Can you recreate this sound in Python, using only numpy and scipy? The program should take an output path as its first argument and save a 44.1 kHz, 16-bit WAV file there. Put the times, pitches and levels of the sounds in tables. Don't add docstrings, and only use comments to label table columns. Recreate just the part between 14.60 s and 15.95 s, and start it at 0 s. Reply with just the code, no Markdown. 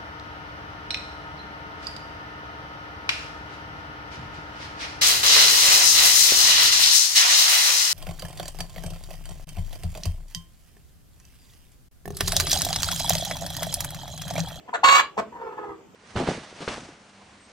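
import sys
import numpy as np
from scipy import signal
from scipy.io import wavfile
from scipy.ndimage import uniform_filter1d

SR = 44100
rng = np.random.default_rng(int(sys.argv[2]) if len(sys.argv) > 2 else 0)


def nominal_scale(level):
    x = np.asarray(level, float) / 20
    return 10 ** x


def output_pcm(signal):
    pcm = np.clip(np.atleast_2d(signal).T, -1, 1) * 32767
    wavfile.write(sys.argv[1], SR, np.round(pcm).astype(np.int16))


N = 59535


def evened(x):
    return x / np.sqrt(np.mean(x ** 2) + 1e-20)


def read(points, hz):
    f, value = np.transpose(points)
    return np.interp(np.log(hz + 1), np.log(f + 1), value)


def add(mix, s, sound):
    part = mix[round(s * SR):][:len(sound)]
    part += sound[:len(part)]


def drift(size, hz):
    width = max(round(SR / hz / 2), 2)
    noise = rng.standard_normal(8192 + size)
    smooth = uniform_filter1d(uniform_filter1d(noise, width), width)
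    return evened(smooth)[4096:4096 + size]


def coloured(x, points):
    hz = abs(np.fft.fftfreq(4096, 1 / SR))
    log_gain = np.log(nominal_scale(np.maximum(read(points, hz), -100)))
    taps = np.fft.ifft(np.exp(np.conj(signal.hilbert(log_gain)))).real[:2048]
    return signal.oaconvolve(x, taps)[:len(x)]


def air():
    # (frequency [Hz], relative level [dB])
    air_colour = [(18, -42), (30, 4.5), (83, -7.5), (148, -2), (332, -5.5), (399, -1.5), (1550, -18),
                  (2830, -19), (3400, -21.5), (3880, -28.5), (7650, -26), (8950, -29), (15500, -29.5)]
    # (frequency [Hz], likeness [-])
    air_likeness = [(60, 0.54), (240, 0.63), (950, 0.17), (3770, 0.42), (15000, -1.05)]
    air_db, patch_db = -51.5, 2.5
    frames, hz = N // 256 + 5, np.fft.rfftfreq(1024, 1 / SR)
    a, b, c, d, patches = rng.standard_normal((frames, 513, 5)).T
    patches = evened(uniform_filter1d(uniform_filter1d(patches, 8, 0), 12, 1))
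    same = np.clip(read(air_likeness, hz), -1, 1)[:, None]
    left = a + 1j * b
    right = same * left + np.sqrt(1 - same ** 2) * (c + 1j * d)
    z = np.array([left, right])
    z *= nominal_scale(read(air_colour, hz)[:, None] + patch_db * patches)
    noise = signal.istft(z, nperseg=1024, noverlap=768)[1][:, :N]
    return nominal_scale(air_db) * evened(noise)


def voice(t, hz, rough, tone, rasp, jitter=.01, odd=1., beat=0., beat_hz=100., pull=0., partials=25):
    other = 2 * np.pi * np.cumsum(beat_hz * (1 + 0.062 * drift(len(t), 25))) / SR
    wavering_hz = hz * (1 + jitter * (1 + 3 * rough) * drift(len(t), 130))
    turns = np.cumsum(wavering_hz) / SR + pull * np.sin(other + 0.53)
    folds = 0
    for k in range(1, partials + 1):
        gain = nominal_scale(read(tone, k * hz)) * (odd if k % 2 else 1)
        folds = folds + gain * np.cos(2 * np.pi * k * turns - .6 * k - 0.06 * k * k)
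    puff_shape = 0.52 + np.exp(-(turns % 1) / 0.13)
    puffs = coloured(puff_shape * rng.standard_normal(len(t)), rasp)
    rough = np.clip(rough, 0, 1)
    mixed = np.sqrt(1 - rough) * evened(folds) + np.sqrt(rough) * evened(puffs)
    return evened(mixed * np.exp(beat * np.cos(other)))


def beak(t, wide, shut_hz, shut_db):
    open_s = 0.0079
    since = t - t[0]
    mouth = np.clip(since / open_s, 0, 1) ** 2
    shut = (1 - mouth) * nominal_scale(shut_db) * np.sin(2 * np.pi * shut_hz * since)
    return mouth * wide, shut


def cluck(start, length, effort_db, hz, rough, shut_hz, shut_db, throat):
    rise_s, fall_s, shut_rise_s = .018, .004, .004
    climb = .1
    t = np.arange(0, length, 1 / SR)
    pitch = hz * (1 + climb * t / length)
    wide = voice(t, pitch, rough, throat, throat, jitter=.01, beat=.3, beat_hz=110, partials=37)
    wide, shut = beak(t, wide, shut_hz, shut_db)
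    shape = np.minimum(np.minimum(t / rise_s, 1), (length - t) / fall_s)
    return start, nominal_scale(effort_db) * (shape * wide + np.minimum(t / shut_rise_s, 1) * shut)


def coop(x):
    # (frequency [Hz], time to fall 60 dB [s])
    coop_decay = [(150, 0.55), (600, 0.22), (1500, 0.21), (3500, 0.23), (9000, 0.14)]
    # (frequency [Hz], likeness [-])
    tail_likeness = [(150, 1), (500, 0.33), (1200, 0.9), (3000, 0.05)]
    # (delay [s], left gain [-], right gain [-])
    near_walls = [(.0011, 0.53, 0.27), (.0023, 0.18, 0.44), (.0041, 0.49, 0.35), (.0068, 0.2, 0.0071),
                  (0.012, -0.064, 0.41)]
    tail_db, right_late_s = -9.5, .0002
    taps = np.zeros((2, SR // 2))
    slots = np.arange(400, SR // 2 - 20, 20)
    at = slots + rng.integers(0, 20, (2, len(slots)))
    np.put_along_axis(taps, at, rng.choice([-1., 1.], at.shape), 1)
    hz, t, z = signal.stft(taps, SR, nperseg=256)
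    same = np.clip(read(tail_likeness, hz), 0, 1)[:, None]
    z[1] = same * z[0] + np.sqrt(1 - same ** 2) * z[1]
    t60 = np.maximum(read(coop_decay, hz), .05)[:, None]
    tail = signal.istft(z * nominal_scale(-60 * t / t60), SR, nperseg=256)[1]
    tail *= nominal_scale(tail_db) / np.linalg.norm(tail[0])
    tail[0, 0], tail[1, round(right_late_s * SR)] = 1, 1
    for s, left, right in near_walls:
        tail[:, round(s * SR)] += left, right
    return signal.fftconvolve(x[None], tail, axes=1)[:, :N]


def squawk():
    # (time [s], level [dB])
    squawk_swell = [(.231, -43.5), (.235, -14.5), (.245, -10.5), (0.272, -17), (.292, -9), (0.302, -16.5),
                    (0.326, -10), (0.34, -15), (.356, -10), (0.38, -14), (.408, -15.5), (0.413, -71)]
    # (time [s], pitch [Hz], roughness [0-1])
    squawk_track = [(.231, 538, .3), (.245, 546, .6), (.258, 550, .14), (.272, 551, .14), (.288, 549, .5),
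                    (.304, 552, .14), (.33, 559, .1), (.343, 556, .3), (.356, 563, .1), (.378, 571, .14),
                    (.395, 570, .45), (.416, 568, .4)]
    # (frequency [Hz], relative level [dB])
    squawk_partials = [(560, -21.5), (1120, -2.5), (1680, -21), (2240, -14), (2800, -15), (3360, -28.5),
                       (3920, -18), (4480, -20), (5300, -36.5), (6100, -31.5), (6900, -19), (7400, -23),
                       (8200, -30.5), (12000, -41.5), (15000, -39)]
    # (frequency [Hz], relative level [dB])
    squawk_breath = [(180, -44), (300, -30.5), (1020, -11), (1120, -6.5), (1280, -6.5), (2210, -17.5),
                     (2440, -17.5), (2790, -13), (7370, -42), (8560, -37), (10100, -115), (11900, -53.5),
                     (15500, -49)]
    s, db = np.transpose(squawk_swell)
    at, hz, rough = np.transpose(squawk_track)
    t = np.arange(s[0], s[-1], 1 / SR)
    wide = voice(t, np.interp(t, at, hz), np.interp(t, at, rough), squawk_partials, squawk_breath,
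                 jitter=.0023, beat=0.27, beat_hz=74.27, pull=.02)
    wide, shut = beak(t, wide, shut_hz=826, shut_db=7)
    return s[0], nominal_scale(np.interp(t, s, db)) * (wide + shut)


def groan():
    # (time [s], level [dB], gain of the odd partials before flutter [-])
    groan_swell = [(.72, -52, 0.22), (0.729, -36.5, .1), (0.782, -39, 0.13), (0.799, -35, 0.78),
                   (.87, -37, 2.02), (.93, -38, 1.24), (.96, -41.5, 0.59), (0.983, -33, 0.77),
                   (1.04, -36, 1.05), (1.09, -40.5, 2.2), (1.131, -37.5, 1.3), (1.171, -65, 2.8),
                   (1.211, -56, 1.8)]
    # (time [s], pitch [Hz])
    groan_track = [(.72, 482), (.8, 463), (.87, 446), (.93, 428), (1., 427), (1.06, 414), (1.12, 395),
                   (1.21, 378)]
    # (frequency [Hz], relative level [dB])
    groan_colour = [(200, -19), (400, 3.5), (620, -9.5), (900, 1.5), (1320, -6), (1850, -15), (2300, -24.5),
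                    (3500, -33), (8000, -45)]
    throb_hz, throb_db, throb_top_s = 18.2, 4.5, .767
    flutter_hz, flutter_depth = 66, 1.3
    s, db, odd = np.transpose(groan_swell)
    t = np.arange(s[0], s[-1], 1 / SR)
    throb = nominal_scale(throb_db * np.cos(2 * np.pi * throb_hz * (t - throb_top_s)))
    flutter_turns = np.cumsum(flutter_hz * (1 + 0.22 * drift(len(t), 36))) / SR
    flutter = 1 + flutter_depth * np.cos(2 * np.pi * flutter_turns)
    odd_gain = np.interp(t, s, odd) * flutter / throb
    pitch = np.interp(t, *np.transpose(groan_track))
    wide = voice(t, pitch, .13, groan_colour, groan_colour, jitter=.006, odd=odd_gain, partials=8)
    return s[0], nominal_scale(np.interp(t, s, db)) * throb * wide


def scene():
    # (start [s], length [s], effort [dB], pitch [Hz], roughness [0-1],
    #          shut-beak note [Hz], its level against effort [dB])
    cluck_calls = [(.076, .022, -37, 225, .22, 950, -3), (.129, .033, -23, 218, .33, 950, 1),
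                   (.568, .036, -20.5, 204, .22, 820, -6), (1.342, .03, -38, 230, .3, 480, 0)]
    # (frequency [Hz], relative level [dB])
    cluck_colours = [
        [(88, -42), (150, -17.5), (985, -7), (1220, -19.5), (1400, -12.5), (2760, -34.5), (2980, -15.5),
         (3410, -44), (15500, -55.5)],
        [(88, -54.5), (150, -60.5), (509, -13.5), (668, -5.5), (1040, -14), (1400, -2.5), (2180, -20),
         (2360, -24.5), (4310, -27), (4840, -46), (7410, -28.5), (10500, -71.5), (11800, -54.5), (15500, -55.5)],
        [(88, -29), (150, -17), (668, -3), (860, -11.5), (1090, -6.5), (2310, -27), (6600, -39), (8330, -35.5),
         (11100, -105), (12000, -42.5), (15500, -62)],
        [(88, -51.5), (150, -54), (519, 5), (1060, -33), (2360, -2.5), (15500, -42)],
    ]
    hen = np.zeros(N)
    for call, throat in zip(cluck_calls, cluck_colours):
        add(hen, *cluck(*call, throat))
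    add(hen, *squawk())
    add(hen, *groan())
    return coop(hen) + air()


def band_limit(x):
    return signal.sosfilt(signal.butter(12, 15740, fs=SR, output="sos"), x)


def record(dry):
    ceiling, low_cut_hz = .95, 59
    gap_low_hz, gap_high_hz, edge_hz = 8600, 11600, 15600
    driven = ceiling * np.tanh(dry / ceiling)
    high_pass = signal.butter(4, low_cut_hz, "high", fs=SR, output="sos")
    thinned = signal.sosfilt(high_pass, driven)
    taps = signal.firwin(1023, [gap_low_hz, gap_high_hz, edge_hz], window=("kaiser", 8), fs=SR)
    mix = signal.oaconvolve(thinned, taps[None], "same")
    return band_limit(mix)


dry = scene()
out = record(dry)
output_pcm(out)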